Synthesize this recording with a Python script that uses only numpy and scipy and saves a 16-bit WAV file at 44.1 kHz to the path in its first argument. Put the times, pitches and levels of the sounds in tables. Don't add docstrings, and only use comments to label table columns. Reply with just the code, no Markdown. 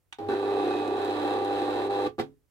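import sys
import numpy as np
from scipy import signal
from scipy.fft import rfft, irfft
from scipy.io import wavfile

SR = 44100
rng = np.random.default_rng(int(sys.argv[2]) if len(sys.argv) > 2 else 0)


def unload_audio(sound):
    columns = np.transpose(np.atleast_2d(sound))
    steps = np.round(np.clip(columns, -1, 1) * 32767)
    wavfile.write(sys.argv[1], SR, steps.astype(np.int16))


N = 110250

POWER_ON_S, FIRST_STEP_S, LAST_STEP_S = .186, .2865, 2.072
STEP_HZ, TOOTH_HZ, TOOTH_MESH_S = 99.95, 35.16, .2815
WANDERS_PER_S = 7
ROOM_DB, MOTOR_ROOM_DB = -8, -18

# pitch_hz, ring_s
ROOM_ECHO = [(100, 0.28), (400, 0.13), (1500, 0.12), (4000, 0.11), (12000, 0.073)]
# pitch_hz, gain_db
BACKGROUND_COLOUR = [(25, -28), (50, -5), (100, 2), (200, -16.5), (400, -16.5), (1000, -23.5), (4000, -32),
                     (15000, -30.5)]
# time_s, gain_db
DRONE_LEVEL = [(0.0, -100), (0.24, -76.5), (1.34, -74), (1.58, -62.5), (2.39, -78), (2.5, -86)]

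# start_s, gain_db
BUTTON_SNAPS = [(.1258, -35.5), (.128, -32.5), (.1445, -49)]
# pitch_hz, gain_db
BUTTON_COLOUR = [(180, -55), (300, -37), (397, -40), (674, -15.5), (1110, -11), (1490, -7), (3070, -3),
                 (3450, -0.5), (4960, -21), (9140, -19), (15500, -54.5)]
# pitch_hz, gain_db, ring_s
BUTTON_NOTES = [(334, -27, .1), (754, -13, .07), (930, -15, .05), (1227, -16, .06), (1497, -10, .06),
                (2455, -10, .03), (3354, -6, .03), (3640, 3, .009), (5950, -10, .008)]

# start_s, gain_db
BRIGHT_TICKS = [(0.877, -49), (1.047, -46), (1.4467, -47)]
# pitch_hz, gain_db
TICK_COLOUR = [(1000, -22), (4000, -4), (9000, 1), (12000, -9.5), (15500, -11)]
# pitch_hz, gain_db
GRIP_COLOUR = [(600, -28), (1200, -13.5), (1550, 10), (1900, -15.5), (3000, -16.5), (8000, -47)]

# start_s, thud_gain_db, clatter_gain_db
DRIVE_KNOCKS = [(0.185, -43, -43.5), (0.2863, -33, -65), (0.297, -35.5, -43), (0.319, -45, -41),
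                (2.062, -35.5, -35.5), (2.182, -30.5, -45), (2.188, -29, -31.5), (2.1962, -29.5, -28),
                (2.211, -49.5, -45)]
# pitch_hz, gain_db, ring_s
FRAME_NOTES = [(110.9, -16, 0.47), (150.2, -20.5, 0.37), (235, -2, .11), (270, -13, 0.32), (318, 0, 0.039),
               (340.7, 5.5, .08), (426, -6.5, .28), (512.4, -10, .18), (770, -5, 0.15), (1173, -10.5, .12),
               (1520, -22, .09)]
# pitch_hz, gain_db
CLATTER_COLOUR = [(240, -24.5), (400, -13), (623, -21), (772, -12.5), (942, -22), (1170, -23), (2090, -28),
                  (4030, -28.5), (6090, -44), (15500, -54)]
# pitch_hz, gain_db
RUMBLE_COLOUR = [(30, -45.5), (60, -20), (110, 7), (190, -15.5), (280, 5.5), (450, -6.5), (650, -18.5),
                 (1500, -26.5), (5000, -37), (15000, -47.5)]

# pitch_hz, gain_db
COIL_TONES = [(324, -41.5), (415, -39.5), (800, -38.5)]
# pitch_hz, gain_db
COIL_HISS_COLOUR = [(100, -20.5), (400, 2), (900, -9.5), (2000, -24), (4000, -30), (6000, -42.5),
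                    (15000, -46.5)]

# delay_s, pitch_hz, glide_hz_per_s, width_s, gain_db, pan_db
STEP_PINGS = [(0, 8950, -600000, .00045, -55.5, 0), (.003, 3970, -70000, .0013, -44, -3)]
# pitch_hz, gain_db, ring_s
ROLLER_NOTES = [(2465, -48, .04), (2555, -43, .045), (3785, -50, .05)]
# pitch_hz, gain_db, ring_s
SHAFT_NOTES = [(2660, 0.5, 0.067), (3400, -17, 0.044), (3743, -5, 0.012), (4500, -6, .025),
               (5080, -12.5, 0.039)]
# time_s, gain_db
RATTLE_LEVEL = [(0.29, -40), (0.308, -41), (0.398, -43), (0.714, -39.5), (0.96, -44), (0.97, -40),
                (1.334, -38.5), (1.404, -42.5), (1.576, -39), (1.862, -40.5), (1.892, -49), (1.906, -40.5),
                (2.04, -39.5), (2.06, -39)]
# pitch_hz, gain_db
RATTLE_COLOUR = [(200, -22.5), (600, 6.5), (1000, 5), (1300, -2), (1600, -0.5), (2250, -10), (2560, -5),
                 (2750, -8.5), (3300, -6.5), (3600, -5.5), (4100, -10.5), (4700, -18.5), (5500, -26.5),
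                 (7500, -26), (9200, -26.5), (10300, -34), (15500, -35.5)]
# time_s, gain_db
CASE_LEVEL = [(0.29, -38.5), (0.338, -28.5), (0.378, -41.5), (0.482, -34.5), (0.806, -34.5), (0.94, -36),
              (0.974, -34), (1.276, -36.5), (1.94, -37), (2.06, -37.5)]
# pitch_hz, gain_db, ring_s
CASE_NOTES = [(115, -45, 0.088), (247.6, -12.5, 0.13), (303, -3, 0.084), (360.6, -1, 0.13),
              (449.7, -2.5, 0.14), (510, -2, 0.047), (638, -7.5, 0.045), (744.4, 7, 0.027), (800, 6, 0.03),
              (1006, -20.5, 0.24), (1169, -15.5, 0.16)]

# time_s, gain_db
HUM_TIMES_3 = [(0.29, -41.5), (0.792, -35.5), (0.954, -42), (1.276, -34.5), (1.344, -42), (1.708, -35),
               (1.852, -41.5), (2.024, -43), (2.06, -32.5)]
HUM_TIMES_4 = [(0.29, -30), (0.531, -29), (0.722, -36.5), (0.816, -34.5), (0.866, -46), (0.93, -30),
               (0.98, -37.5), (1.044, -31), (1.177, -42.5), (1.417, -34.5), (1.788, -42), (1.842, -32.5),
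               (2.01, -32.5), (2.06, -35.5)]
HUM_TIMES_5 = [(0.29, -40), (0.584, -40), (0.98, -58), (1.088, -39), (1.176, -44), (1.3, -39.5),
               (1.768, -38), (1.798, -44), (2.06, -32)]
HUM_TIMES_8 = [(0.29, -39), (0.348, -37), (0.392, -45.5), (0.634, -33.5), (0.678, -39), (1.138, -37),
               (1.182, -54), (1.266, -33), (1.827, -35), (1.876, -58), (1.902, -32.5), (2.06, -33.5)]
# step_rate_multiple, gain_db
WEAK_HUM_TONES = [(1, -53), (2, -58), (6, -52), (7, -56), (9, -52), (10, -57), (12, -59)]


def from_db(db):
    return 10 ** (np.asarray(db) / 20)


def unit_level(x):
    return x / np.sqrt(np.mean(x ** 2) + 1e-20)


def seconds():
    return np.arange(N) / SR


def over_time(rows):
    return np.interp(seconds(), *np.transpose(rows))


def at_pitch(rows, hz):
    pitches, values = np.transpose(rows)
    return np.interp(np.log(hz + 1), np.log(pitches), values)


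def drift(turns_per_s):
    points = rng.standard_normal(400)
    return np.interp(seconds() * turns_per_s, np.arange(len(points)), points)


def noise(colour, likeness=.37):
    shared, left, right = rng.standard_normal((3, N))
    white = np.sqrt(likeness) * shared + np.sqrt(1 - likeness) * np.array([left, right])
    gains = from_db(at_pitch(colour, np.fft.rfftfreq(N, 1 / SR)))
    return unit_level(irfft(rfft(white) * gains, N))


def clicks(times, sizes):
    return np.bincount((times * SR).astype(int), sizes, N)[:N]


def ring(hits, notes):
    out = 0
    for k, (hz, db, ring_s) in enumerate(notes):
        fade = from_db(-60 / (ring_s * SR))
        angle = 2 * np.pi * hz / SR
        note = signal.lfilter([0, np.sin(angle)], [1, -2 * fade * np.cos(angle), fade ** 2], hits + 1e-18)
        out = out + (-1) ** k * from_db(db) * note
    return out


def bursts(times, db, decay_s):
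    energy = clicks(times, from_db(db) ** 2) + 1e-18
    return np.sqrt(signal.lfilter([1], [1, -np.exp(-2 / (decay_s * SR))], energy))


def on_between(start_s, end_s, rise_s=.003, fall_s=.009):
    t = seconds()
    return np.clip((t - start_s) / rise_s, 0, 1) * np.exp(-np.maximum(t - end_s, 0) / fall_s)


def tone(hz, db, peak_s=0):
    return np.sqrt(2) * from_db(db) * np.cos(2 * np.pi * hz * (seconds() - peak_s))


def ping(hits, hz, glide_hz_per_s, width_s):
    t = np.arange(-256, 257) / SR
    slide = np.cos(2 * np.pi * (hz + .5 * glide_hz_per_s * t) * t)
    return signal.fftconvolve(hits, np.exp(-.5 * (t / width_s) ** 2) * slide, "same")


def pan(db):
    return from_db(np.array([[db], [-db]]) / 2)


def small_body(x):
    return signal.sosfilt(signal.butter(2, 61, "high", fs=SR, output="sos"), x)


def room_echo(t):
    edges_hz = np.geomspace(60, 16000, 9)
    echo = 0
    for low, high in zip(edges_hz, edges_hz[1:]):
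        ring_s = at_pitch(ROOM_ECHO, np.sqrt(low * high))
        fading = rng.standard_normal(len(t)) * from_db(-60 * t / ring_s) * (t > .004)
        band = signal.butter(2, [low, high], "band", fs=SR, output="sos")
        echo = echo + signal.sosfilt(band, fading / np.linalg.norm(fading))
    return echo


def in_room(stereo, echo_db, treble_hz=1700):
    t, hz = seconds()[:SR // 2], np.fft.rfftfreq(SR // 2, 1 / SR)
    share = .3 * hz ** 4 / (hz ** 4 + treble_hz ** 4)
    lead, sides = 64, []
    for side, lag_s in zip(stereo, (0, .00015)):
        bounces = rng.standard_normal(len(t)) * np.exp(-t / .004)
        direct = np.sqrt(1 - share) * np.exp(-2j * np.pi * hz * lag_s)
        spectrum = direct + np.sqrt(share) * rfft(bounces / np.linalg.norm(bounces))
        spectrum /= np.sqrt(np.abs(spectrum))
        near = np.roll(irfft(spectrum, len(t)), lead) * np.exp(-t / .05)
        heard = signal.fftconvolve(side, near + from_db(echo_db) * room_echo(t))
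        sides.append(heard[lead:N + lead])
    return np.array(sides)


def background():
    return from_db(-73.5) * noise(BACKGROUND_COLOUR) + tone(hz=49.2, db=over_time(DRONE_LEVEL))


def button():
    times, db = np.transpose(BUTTON_SNAPS)
    snap = bursts(times, db, decay_s=.0023) * noise(BUTTON_COLOUR)
    return snap + small_body(ring(clicks(times, from_db(db - 2.5)), BUTTON_NOTES))


def bright_ticks():
    times, db = np.transpose(BRIGHT_TICKS)
    return bursts(times, db, decay_s=.003) * noise(TICK_COLOUR)


def roller_grip():
    return bursts(times=np.array([.298]), db=[-40.5], decay_s=.083) * noise(GRIP_COLOUR)


def drive_knocks():
    times, thud_db, clatter_db = np.transpose(DRIVE_KNOCKS)
    rumble = bursts(times, thud_db - 14, decay_s=.048) * noise(RUMBLE_COLOUR)
    thud = small_body(ring(clicks(times, from_db(thud_db)), FRAME_NOTES))
    clatter = bursts(times, clatter_db, decay_s=.016) * noise(CLATTER_COLOUR)
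    return thud + clatter + rumble


def motor_coils():
    song = sum(tone(hz, db) for hz, db in COIL_TONES)
    thrum = over_time([(POWER_ON_S, 0), (FIRST_STEP_S, 1)]) * tone(STEP_HZ, db=-44)
    hiss = from_db(-42) * noise(COIL_HISS_COLOUR)
    return (song + thrum + hiss) * on_between(POWER_ON_S, FIRST_STEP_S)


def motor_steps():
    times = np.arange(FIRST_STEP_S, LAST_STEP_S, 1 / STEP_HZ)
    wander_rad = .25 * np.interp(times, seconds(), drift(WANDERS_PER_S))
    mesh = np.cos(2 * np.pi * TOOTH_HZ * (times - TOOTH_MESH_S) + wander_rad)
    force_db = 2.2 * mesh + rng.normal(0, .6, len(times))
    return times, mesh, force_db


def step_whine(times, force_db, swell_at_s=.75, swell_width_s=.09):
    times = times + rng.normal(0, .00004, len(times))
    pings = 0
    for delay_s, hz, glide, width_s, db, pan_db in STEP_PINGS:
        hits = clicks(times + delay_s, from_db(db + force_db))
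        pings = pings + pan(pan_db) * ping(hits, hz, glide, width_s)
    jolts = clicks(times + rng.normal(0, .00012, len(times)), from_db(force_db))
    rollers = ring(jolts, ROLLER_NOTES) / np.hypot(1, (seconds() - swell_at_s) / swell_width_s)
    return unit_level(from_db(over_time(RATTLE_LEVEL))) * pings + rollers


def gear_train(times, mesh, force_db, rebound_s=.003, slack_s=.0048, shaft_lag_s=.0008):
    push_luck, rebound_luck, lag_luck = np.sqrt(3) * rng.uniform(-1, 1, (len(times), 3)).T
    pushes = clicks(times, .62 * mesh + .33 * push_luck)
    rebounds = clicks(times + rebound_s, .3 * rebound_luck)
    shake_db = over_time(CASE_LEVEL)
    case_gain = from_db(-30 + .96 * (shake_db - shake_db.mean()))
    case = case_gain * small_body(ring(-(pushes + rebounds), CASE_NOTES))

    hits = bursts(np.r_[times, times + slack_s], np.r_[force_db, force_db - 4], decay_s=.003)
    rubbing = .7 * on_between(FIRST_STEP_S, LAST_STEP_S)
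    level = from_db(over_time(RATTLE_LEVEL) + .5)
    rattle = level * unit_level(hits + rubbing) * noise(RATTLE_COLOUR)

    jolts = clicks(times + shaft_lag_s + .00012 * lag_luck, from_db(force_db))
    shaft = from_db(-47) * unit_level(level) * ring(jolts, SHAFT_NOTES)
    return case + rattle + shaft


def motor_hum(peak_delay_s=.0052, lead_s_per_octave=.0006):
    strong = [(3, HUM_TIMES_3), (4, HUM_TIMES_4), (5, HUM_TIMES_5), (8, HUM_TIMES_8)]
    tones = [(multiple, over_time(rows)) for multiple, rows in strong] + WEAK_HUM_TONES
    hum, shared_wander = 0, drift(WANDERS_PER_S)
    for multiple, db in tones:
        hz = multiple * STEP_HZ
        wander_rad = .27 * (shared_wander + .5 * drift(2 * WANDERS_PER_S))
        lead_s = lead_s_per_octave * np.log2(multiple / 4)
        peak_s = FIRST_STEP_S + peak_delay_s - lead_s + wander_rad / (2 * np.pi * hz)
        flutter_db = .6 * drift(turns_per_s=14) + .8 * drift(turns_per_s=55)
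        hum = hum + tone(hz, db + 1.2 + flutter_db, peak_s)
    return hum * on_between(FIRST_STEP_S, LAST_STEP_S)


def scene():
    times, mesh, force_db = motor_steps()
    motor = in_room(motor_coils() + motor_hum(), MOTOR_ROOM_DB)
    whine = step_whine(times, force_db)
    drive = gear_train(times, mesh, force_db) + roller_grip() + bright_ticks() + drive_knocks()
    mix = (motor + whine + in_room(drive, ROOM_DB) + background()) * pan(db=-2.5)
    return mix + in_room(button(), ROOM_DB) * pan(db=-5.5)


def record(dry):
    return signal.sosfilt(signal.ellip(12, .1, 80, 15900, fs=SR, output="sos"), dry)


dry = scene()
out = record(dry)
unload_audio(out)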